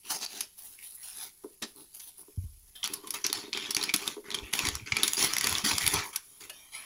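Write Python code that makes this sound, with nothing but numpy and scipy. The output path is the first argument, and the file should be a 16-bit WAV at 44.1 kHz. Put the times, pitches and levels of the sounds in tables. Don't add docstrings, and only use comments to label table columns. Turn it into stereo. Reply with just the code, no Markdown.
import sys
import numpy as np
from scipy import signal
from scipy.fft import rfft, irfft
from scipy.io import wavfile
from scipy.ndimage import uniform_filter1d

SR = 44100
rng = np.random.default_rng(int(sys.argv[2]) if len(sys.argv) > 2 else 0)


def transcribe(u):
    v = np.clip(np.atleast_2d(u).T, -1, 1)
    q = np.round(v * 32767).astype(np.int16)
    wavfile.write(sys.argv[1], SR, q)


N = 302071
TIME = np.arange(N) / SR

# (start [s], length [s], relative rustle level [dB], relative fibre fizz level [dB],
# relative box drumming level [dB], pitch of the taut span [Hz], its relative ring [dB])
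PULLS = [(2.826, 0.056, -43.5, -63, -68, 1100, 13), (2.88, .085, -47, -52, -50, 4270, 13),
         (3.05, 0.16, -53, -54, -55.5, 3450, 7), (3.138, 0.012, -33, -40, -45, 5030, 0.5),
         (3.24, 0.035, -34.5, -55, -58, 4460, 3), (3.33, 0.079, -35.5, -51, -50, 4660, 7.5),
         (3.42, 0.048, -45, -66, -51.5, 3600, 10), (3.522, .18, -35.5, -57, -46, 3300, 12),
         (3.76, 0.11, -35.5, -49, -43.5, 2380, 3), (3.94, 0.17, -38, -48.5, -50, 4270, 3),
         (4.235, .15, -49, -70, -48, 1750, 13), (4.335, 0.048, -42, -67, -43.5, 3400, -3),
         (4.42, 0.097, -47, -75, -54.5, 2730, 19), (4.525, 0.037, -31.5, -38, -49, 3200, 5),
         (4.57, 0.12, -30, -45, -44, 2660, 0), (4.725, 0.08, -46, -69, -56.5, 2450, 9),
         (4.86, 0.021, -36.5, -56, -52, 2470, 6), (4.935, 0.13, -34.5, -55, -44.5, 2460, 4),
         (5.03, 0.12, -37.5, -40, -64, 4030, 7), (5.165, 0.045, -26, -34, -41, 5500, 9),
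         (5.198, 0.062, -25.5, -32, -52, 3220, 2), (5.265, .15, -34, -48.5, -53.5, 5100, 3),
         (5.41, .18, -29.5, -41, -47, 2150, -0.5), (5.638, 0.06, -24, -31.5, -47.5, 4970, 5),
         (5.7, 0.05, -28, -38, -56, 1400, -10), (5.785, 0.15, -31.5, -37.5, -51, 2300, 2.5),
         (5.928, 0.059, -25, -42, -40.5, 940, 6.5), (6.03, 0.063, -45, -46.5, -56, 950, 15),
         (6.128, 0.026, -42, -47, -83, 1110, 7), (6.4, 0.053, -47, -51, -56.5, 3030, 1)]
# (frequency [Hz], relative gain [dB])
TISSUE_COLOUR = [(40, -12), (100, -5), (200, -5), (420, -2), (560, -3.5), (960, 0), (1500, 1.5), (1750, 3),
                 (2200, 1.5), (2750, 0), (3250, -0.5), (4000, -1), (5600, 0.5), (7000, -2), (8400, -18.5),
                 (10500, -1.5), (11500, -8.5), (12800, -9), (15200, -11.5)]
# (start of the strain [s], relative pop level [dB], relative fibre fizz level [dB],
# facet pitch [Hz], time scale of the burst [ms])
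CREASES = [(.2483, -36, -36, 5790, 2), (0.4047, -25.5, -23, 6200, 6.7), (.946, -65, -33, 13700, 18),
           (1.621, -27.5, -32.5, 3830, 7.8), (1.995, -40.5, -39, 6400, 12), (2.828, -26.5, -52, 3270, 7.6),
           (2.8396, -24, -28.5, 5700, 2.9), (2.846, -25, -36, 3300, 4.1), (2.855, -26.5, -36, 4440, 6.8),
           (2.8739, -31.5, -31, 3410, 1.5), (2.934, -29.5, -23, 5360, 6.2), (3.07, -38, -36, 3500, 7.5),
           (3.104, -29.5, -24, 5630, 4.8), (3.2408, -21, -41, 5970, 3), (3.2461, -24, -35, 5200, 3.4),
           (3.2632, -21, -25, 5600, 2.9), (3.298, -27, -43, 3660, 3.2), (3.327, -22.5, -22, 4370, 2.8),
           (3.529, -22, -47, 4120, 2), (3.5347, -25, -48, 2510, 1.1), (3.571, -25.5, -39, 2310, 5.7),
           (3.705, -23.5, -24, 5460, 8.2), (3.746, -22, -25, 4500, 3.2), (3.765, -17.5, -26.5, 2360, 2.1),
           (3.811, -24, -47, 3950, 3.3), (3.826, -25, -34, 4270, 3.5), (3.835, -19.5, -25.5, 4840, 5.1),
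           (3.889, -21.5, -54, 2340, 8.7), (3.896, -36, -49, 2400, 2.2), (3.9372, -15, -16.5, 2440, 6.8),
           (3.96, -30, -20.5, 5510, 2.8), (4.075, -21, -25, 3670, 2.9), (4.303, -30.5, -41, 3740, 1.7),
           (4.3125, -27.5, -46, 3500, 3.8), (4.3223, -31, -56, 3700, 2.4), (4.343, -21.5, -30, 3310, 6.8),
           (4.386, -32, -61, 3410, 0.75), (4.5342, -20, -23.5, 3170, 2.5), (4.5896, -18.5, -27, 2570, 1.6),
           (4.65, -24, -34, 2020, 4.4), (4.6682, -22, -32, 4030, 3.4), (4.6857, -23.5, -26, 3140, 2.1),
           (4.7516, -26.5, -30.5, 5500, 2.5), (4.9191, -16.5, -59, 2330, 5.1),
           (4.966, -18, -27.5, 2380, 3.4), (5.0307, -12.5, -14.5, 3710, 5.9), (5.0771, -21, -21, 6650, 3.7),
           (5.1326, -24.5, -21, 6600, 0.96), (5.225, -18.5, -25, 5660, 2.8),
           (5.2429, -20, -21.5, 5500, 5.9), (5.334, -21.5, -25, 5900, 2.4), (5.3655, -21, -25, 2080, 1.4),
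           (5.3824, -20.5, -24, 6030, 1.8), (5.409, -22, -25, 2130, 3.1), (5.4402, -20.5, -23.5, 4600, 3.9),
           (5.4684, -19.5, -22, 1840, 3.2), (5.4915, -34, -23.5, 6700, 3.2),
           (5.523, -24.5, -25.5, 2000, 5.7), (5.5501, -20.5, -42, 3500, 1.5),
           (5.5808, -23.5, -30, 5500, 2.6), (5.7802, -18.5, -21.5, 5240, 2.5),
           (5.863, -20.5, -20, 5010, 2.4), (5.8755, -18.5, -14.5, 6820, 2.1),
           (5.934, -23.5, -20, 2310, 9.7), (6.1579, -25.5, -20.5, 5940, 5.1),
           (6.4951, -37, -33.5, 2880, 8.9)]
# (frequency [Hz], relative gain [dB])
CREASE_COLOUR = [(200, 10), (600, -4), (1000, 2.5), (1700, 1), (2400, 3), (6000, 3), (8300, -8.5),
                 (10300, 4.5), (13300, -4), (15300, -5.5), (16800, -25)]
# (start [s], length [s], relative rustle level [dB],
# relative fibre fizz level [dB], relative box drumming level [dB], pitch of the taut span [Hz], its relative ring [dB])
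BRUSHES = [(.03, 0.22, -44, -43, -50.5, 2870, 8), (.087, 0.071, -32.5, -31, -54, 4700, -2),
           (.2, 0.064, -38.5, -53, -62, 4240, 0), (.28, .16, -41, -41.5, -52, 3140, 3),
           (.56, 0.19, -54.5, -41.5, -72, 4260, 0.5), (.77, 0.078, -54, -47, -87, 2210, 11),
           (.83, 0.13, -57, -44, -92, 4300, 3), (.96, 0.086, -53.5, -43, -84, 1900, 14),
           (1.02, 0.15, -49, -41, -91, 3300, 3), (1.07, .09, -58, -54, -83, 1400, -9),
           (1.15, 0.12, -44.5, -39, -61.5, 825, 4), (1.435, 0.014, -62, -50, -50, 1100, -1),
           (1.617, 0.022, -38, -71, -35.5, 1700, 0), (1.745, 0.082, -59.5, -50.5, -52.5, 4300, 9),
           (1.935, 0.05, -55.5, -41, -75, 5540, 5), (2.005, 0.089, -57.5, -46, -77, 3500, 9),
           (2.17, 0.062, -65, -48, -56.5, 5000, 2)]
# (frequency [Hz], relative gain [dB])
MESH_COLOUR = [(40, -10), (110, -17), (200, -3), (330, -7), (520, -9), (760, 2.5), (1250, -2), (2100, 2.5),
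               (3300, 3.5), (5800, 7), (8200, -2.5), (9300, 7), (10500, 14.5), (13300, 10), (15200, 7.5)]
# (start [s], length [s], relative rustle level [dB],
# relative fibre fizz level [dB], relative box drumming level [dB], pitch of the rubbed span [Hz], its relative ring [dB])
RUBS = [(2.752, 0.021, -40, -39.5, -84, 3360, 11), (2.9, 0.16, -52.5, -68, -55, 980, 36),
        (3.033, 0.04, -46.5, -63, -79, 1070, 28), (6.49, 0.21, -50.5, -54.5, -74, 2900, 6),
        (6.715, 0.15, -39.5, -43, -84, 2570, 9), (6.19, 0.46, -60.5, -51.5, -68, 3000, 0)]
# (frequency [Hz], relative level [dB], t60 [s])
COVER_MODES = [(636, 9.5, 0.051), (1822, 6.5, 0.12), (2740, 4, 0.11), (3040, 16, 0.085), (4100, -3, .05),
               (724, -2.5, 0.11)]
# (time [s], relative level [dB], pitch [multiple of the box's modes])
KNOCKS = [(1.444, -27.5, 1.06), (1.631, -30.5, 1.0), (2.282, -41.5, 1.05), (3.036, -37.5, 1.0),
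          (3.248, -30.5, 1.0), (3.297, -31.5, 1.0), (3.478, -33.5, 1.0), (3.94, -29, .8),
          (4.167, -28.5, 1.05), (4.179, -30, 1.05), (5.033, -29, .92), (5.655, -27, .85),
          (6.411, -45, 1.05)]
# (frequency [Hz], relative level [dB], t60 [s])
BOX_MODES = [(233.5, -15, 0.19), (330, 4, 0.023), (358, 3.5, 0.068), (395, 1, 0.089), (440, 0.5, 0.016),
             (903, -11, 0.063), (860, -10, 0.088)]
# (time [s], relative level [dB], pitch [Hz])
BUMPS = [(2.375, -24.5, 90.6), (2.438, -31.5, 73)]
# (frequency [multiple of the bump's pitch], relative level [dB], t60 [s])
TABLE_MODES = [(.43, -15, 0.96), (.78, -13, 0.74), (1, 10, 0.16), (1.219, -14, 0.52)]
# (time of the height [s], relative level [dB], pitch [Hz], swell [ms])
THUDS = [(4.437, -39.5, 56, 17), (4.643, -34, 125, 7), (4.685, -31.5, 77.5, 9.7), (4.752, -36, 71.5, 20),
         (4.833, -41, 111, 15), (4.931, -32.5, 108, 8.3), (5.53, -37, 88, 15), (5.644, -31, 208, 6.1),
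         (5.744, -34.5, 90, 9.4), (5.85, -37, 90, 13), (5.876, -32, 101, 7.9), (5.948, -36.5, 78, 17),
         (5.953, -36, 165, 16), (5.987, -36, 95, 15)]
# (frequency [Hz], relative density [dB per Hz])
HISS_COLOUR = [(25, 17.5), (90, 13), (200, 7.5), (400, -17), (700, -44), (2500, -15), (5000, 4), (8000, -1),
               (10000, -30), (11400, 17), (13000, -13), (15200, -42)]
# (frequency [Hz], relative gain [dB])
MIC_COLOUR = [(11500, 0.5), (13800, -14.5), (14500, 0.5), (15500, 2), (16200, -24)]

STRAIN_S = .0007
COVER_TAP_S, COVER_TAP_DB = 6.496, -31
FIZZ_HZ = 8000
TOP_HZ = 16200
PORT_LAG_S = .00088


def tissue():
    gains, span = strokes(PULLS, swell=0.18, slack_db=4.0, release_s=0.035, rest_db=[-75, -64, -83])
    fibres = ports(snaps(per_s=5000, spread_db=2.0, decay_ms=0.45), likeness=0.035)
    crumple = fibres * stick_slip(depth_db=1.8, per_s=99)
    ticks = slips(per_s=260, jitter=.8, spread_db=2.8, facet_hz=3290, decay_ms=1.0)
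    ticks = ports(ticks, likeness=0.2)
    tick_db = -4.5
    shower = unit(crumple) + undb(tick_db) * unit(ticks)
    shower = flex(shower, span, span_width=0.39, patchy_db=3.5, patch_hz=75.4, patch_s=0.013)
    sound = rustle(shower, gains, TISSUE_COLOUR, rustle_db=0.7, fizz_db=5.5, drum_db=5.0)
    return balance(sound, left_db=0.27, right_db=-0.27)


def creases(pop_db=-4.0, fizz_db=-4.0, facet_db=3.0, ring_per_db=0.75, facet_q=14, bass_share=0.39,
            rise_share=.45, fade_share=0.46, ragged=0.47, size=1400):
    out = np.zeros((2, N))
    ms = TIME[:size] * 1000
    window = np.sqrt(.008 * SR / size)
    for s, db, fibre_db, hz, scale_ms in CREASES:
        progress = ms / scale_ms
        envelope = (1 - np.exp(-progress / rise_share)) * np.exp(-progress / fade_share)
        jerks = np.exp(ragged * np.repeat(rng.standard_normal(size // 20), 20))
        noise = ports(rng.standard_normal((2, size)) * envelope * jerks, likeness=0.21)
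        burst = colour(noise, CREASE_COLOUR)
        ring_db = facet_db + ring_per_db * np.clip(db - fibre_db, 0, 20)
        burst = burst + undb(ring_db) * signal.lfilter(*signal.iirpeak(hz, facet_q, SR), burst)
        burst = signal.lfilter(*signal.butter(1, hz * bass_share, "high", fs=SR), burst)
        body = unit(band(burst, FIZZ_HZ, "low")) * undb(db + pop_db)
        fizz = unit(band(burst, FIZZ_HZ, "high")) * undb(fibre_db + fizz_db)
        add(out, s + STRAIN_S, (body + fizz) * window)
    return balance(out, left_db=1.35, right_db=-1.35)


def honeycomb():
    gains, span = strokes(BRUSHES, swell=0.28, slack_db=5.0, release_s=0.018, rest_db=[-73, -62, -85])
    brushing = snaps(per_s=2600, spread_db=1.0, decay_ms=1.0) * stick_slip(depth_db=3.0, per_s=40)
    snags = slips(per_s=110, jitter=.9, spread_db=8.5, facet_hz=5050, decay_ms=1.0)
    snag_db = -11
    shower = unit(brushing) + undb(snag_db) * unit(snags)
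    shower = flex(shower, span, span_width=0.28, patchy_db=3.2, patch_hz=109, patch_s=0.029)
    sound = rustle(shower, gains, MESH_COLOUR, rustle_db=2.5, fizz_db=2.5, drum_db=-0.5)
    return balance(sound, left_db=-0.5, right_db=0.5)


def cover(ring_db=-10):
    gains, span = strokes(RUBS, swell=0.27, slack_db=11.5, release_s=0.086, rest_db=[-100] * 3)
    grain = ports(snaps(per_s=3500, spread_db=1.5, decay_ms=0.55), likeness=0.11)
    scrape = flex(grain, span, span_width=0.23, patchy_db=6.5, patch_hz=80, patch_s=0.079)
    out = rustle(scrape, gains, TISSUE_COLOUR, rustle_db=1, fizz_db=2.0, drum_db=1)
    out = out + unit(convolve(grain, ring(COVER_MODES))) * gains[0] * undb(ring_db)
    tap = undb(COVER_TAP_DB) * blow(COVER_MODES, 0.94, contact_ms=0.041, lowest_hz=400)
    add(out, COVER_TAP_S, ports([tap, tap], likeness=0.67))
    return out


def box():
    knocks, bumps = np.zeros((2, N))
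    for s, db, pitch in KNOCKS:
        add(knocks, s, undb(db) * blow(BOX_MODES, pitch, contact_ms=0.26, lowest_hz=245 * pitch))
    for s, db, hz in BUMPS:
        add(bumps, s, undb(db) * blow(TABLE_MODES, hz, contact_ms=1.07, lowest_hz=35.0))
    t = TIME[:SR // 5] - .1
    for s, db, hz, swell_ms in THUDS:
        swell_s = swell_ms / 1000
        sway = np.sin(2 * np.pi * (hz * t + rng.random())) * np.exp(-(t / swell_s) ** 2)
        judder = unit(band(rng.standard_normal(len(t)), 2 * hz, "low"))
        judder = judder * np.exp(-(t / (2 * swell_s)) ** 2) / 4
        add(bumps, s + t[0], undb(db) * (sway + judder))
    low_sounds = balance(ports([bumps, bumps], likeness=1), left_db=-3.5, right_db=0.5)
    return ports([knocks, knocks], likeness=0.36) + low_sounds


def room(x, early_db=-9, early_s=0.07, late_db=-13, late_t60_s=0.27, dull_hz=7000):
    t = TIME[:SR // 2]
    arrival = np.clip((t - .003) / .004, 0, 1)

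    def tail(t60):
        return unit(rng.standard_normal((2, len(t))) * arrival * undb(-60 * t / t60))

    early, late = tail(early_s), tail(late_t60_s)
    response = (undb(early_db) * early + undb(late_db) * late) / np.sqrt(len(t))
    response = signal.lfilter(*signal.butter(1, dull_hz, fs=SR), response)
    return x + convolve(x, band(response, 184, "high"))


def hiss(level_db=-63.5):
    return unit(colour(rng.standard_normal((2, N)), HISS_COLOUR)) * undb(level_db)


def rustle(shower, gains, points, rustle_db, fizz_db, drum_db):
    sheet_gain, fizz_gain, drum_gain = gains
    sound = colour(shower, points)
    sheet = unit(band(sound, FIZZ_HZ, "low")) * sheet_gain * undb(rustle_db)
    fizz = unit(band(sound, FIZZ_HZ, "high")) * fizz_gain * undb(fizz_db)
    tugs = ports(snaps(per_s=300, spread_db=3.0, decay_ms=0.7), likeness=0.71)
    drumming = unit(band(convolve(tugs, ring(BOX_MODES)), 1870, "low"))
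    return sheet + fizz + drumming * drum_gain * undb(drum_db)


def strokes(rows, swell, slack_db, release_s, rest_db):
    t = TIME[::20]
    power = undb(rest_db)[:, None] ** 2
    span, weight = 0, 0
    for start, length, *db, hz, ring_db in rows:
        age = t - start
        progress = np.clip(age / max(length, .005), 0, 1)
        attack = np.minimum(progress / max(swell, .01), 1)
        release = np.exp(-np.clip((age - length) / release_s, 0, 20))
        energy = (attack * undb(-slack_db * progress) * release) ** 2
        power = power + undb(db)[:, None] ** 2 * energy
        loudness = energy * undb(db[0]) ** 2 + 1e-18
        span = span + np.outer([np.log2(hz), ring_db], loudness)
        weight = weight + loudness
    gains = [np.interp(TIME, t, gain) for gain in np.sqrt(power)]
    return gains, [np.interp(TIME, t, control) for control in span / weight]


def snaps(per_s, spread_db, decay_ms, size=160):
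    count = int(per_s * N / SR)
    starts = rng.integers(0, N, count)
    strength = undb(spread_db * np.minimum(rng.exponential(size=count), 4))
    fade = np.exp(-TIME[:size] / (decay_ms / 1000))
    grains = rng.standard_normal((2, count, size)) * strength[:, None] * fade
    return scatter(starts, grains)


def slips(per_s, jitter, spread_db, facet_hz, decay_ms, size=200):
    draws = rng.standard_normal((int(2 * per_s * N / SR), 4))
    gap, strength, octave, turn = np.clip(draws, -2, 2).T
    starts = (np.cumsum(np.exp(jitter * gap)) * SR / per_s).astype(int)
    t = TIME[:size]
    pitch_hz = facet_hz * 2 ** (octave[:, None] / 2)
    facets = np.sin(2 * np.pi * (pitch_hz * t + turn[:, None]))
    grains = rng.standard_normal((2, len(starts), size)) + facets
    grains = grains * undb(spread_db * strength)[:, None] * np.exp(-t / (decay_ms / 1000))
    return scatter(starts, grains)


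def scatter(starts, grains):
    places = (starts[:, None] + np.arange(grains.shape[-1])).ravel()
    return np.array([np.bincount(places, g.ravel(), N)[:N] for g in grains])


def stick_slip(depth_db, per_s):
    hold = max(int(SR / per_s), 1)
    steps = np.repeat(np.clip(rng.standard_normal(N // hold + 1), -2, 2), hold)[:N]
    return undb(depth_db * uniform_filter1d(steps, hold // 3 + 1))


def flex(x, span, span_width, patchy_db, patch_hz, patch_s, size=512):
    overlap = size * 3 // 4
    hz, t, frames = signal.stft(x, SR, nperseg=size, noverlap=overlap)
    patches = rng.standard_normal(frames.shape[1:])
    for axis, spread in enumerate((patch_hz / hz[1], patch_s / t[1])):
        kernel = signal.windows.gaussian(41, spread)
        patches = signal.fftconvolve(patches, np.expand_dims(kernel, 1 - axis), "same")
    octave, ring_db = (np.interp(t, TIME, control) for control in span)
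    distance = (np.log2(np.maximum(hz, 1))[:, None] - octave) / span_width
    gain = undb(ring_db / (1 + distance ** 2) + patchy_db * np.clip(unit(patches), -2, 2))
    sheet = hz < FIZZ_HZ
    gain[sheet] /= np.sqrt(np.mean(gain[sheet] ** 2, axis=0))
    return signal.istft(frames * gain, SR, nperseg=size, noverlap=overlap)[1][:, :N]


def blow(modes, pitch, contact_ms, lowest_hz):
    t = TIME[:SR // 20]
    push = t * np.exp(-t / (contact_ms / 1000))
    sound = band(signal.fftconvolve(ring(modes, pitch), push), lowest_hz, "high")
    return sound / np.abs(sound).max()


def ring(modes, pitch=1):
    t = TIME[:SR]
    return sum(undb(db - 60 * t / t60) * np.cos(2 * np.pi * hz * pitch * t) for hz, db, t60 in modes)


def ports(pair, likeness, alike_hz=1400):
    share = np.clip(likeness, 0, 1)
    right = pair[1]
    left = share * right + np.sqrt(1 - share ** 2) * pair[0]
    left = left + signal.lfilter(*signal.butter(1, alike_hz, fs=SR), right - left)
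    late_left = np.pad(left, (int(PORT_LAG_S * SR), 0))[:len(left)]
    return np.array([late_left, right])


def balance(x, left_db, right_db):
    return x * undb([[left_db], [right_db]])


def colour(x, points, size=2048):
    hz, db = np.transpose(points)
    grid = np.maximum(np.fft.rfftfreq(size, 1 / SR), 1)
    cepstrum = irfft(np.log(undb(np.interp(np.log(grid), np.log(hz), db))))
    cepstrum[1:size // 2] *= 2
    cepstrum[size // 2 + 1:] = 0
    return convolve(x, irfft(np.exp(rfft(cepstrum))))


def convolve(x, response):
    return signal.fftconvolve(np.atleast_2d(x), np.atleast_2d(response), axes=-1)[:, :x.shape[-1]]


def band(x, hz, kind):
    return signal.sosfilt(signal.butter(8, hz, kind, fs=SR, output="sos"), x)


def add(out, s, sound):
    start = max(int(s * SR), 0)
    out[..., start:start + sound.shape[-1]] += sound[..., :N - start]


def unit(x):
    return x / np.sqrt(np.mean(x ** 2))


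def undb(db):
    return 10 ** (np.asarray(db) / 20)


def scene():
    sources = tissue() + creases() + honeycomb() + cover() + box()
    return room(sources) + hiss()


def record(dry):
    ceiling = .85
    rounded = ceiling * np.tanh(colour(dry, MIC_COLOUR) / ceiling)
    return signal.sosfilt(signal.ellip(8, .2, 70, TOP_HZ, fs=SR, output="sos"), rounded)


dry = scene()
out = record(dry)
transcribe(out)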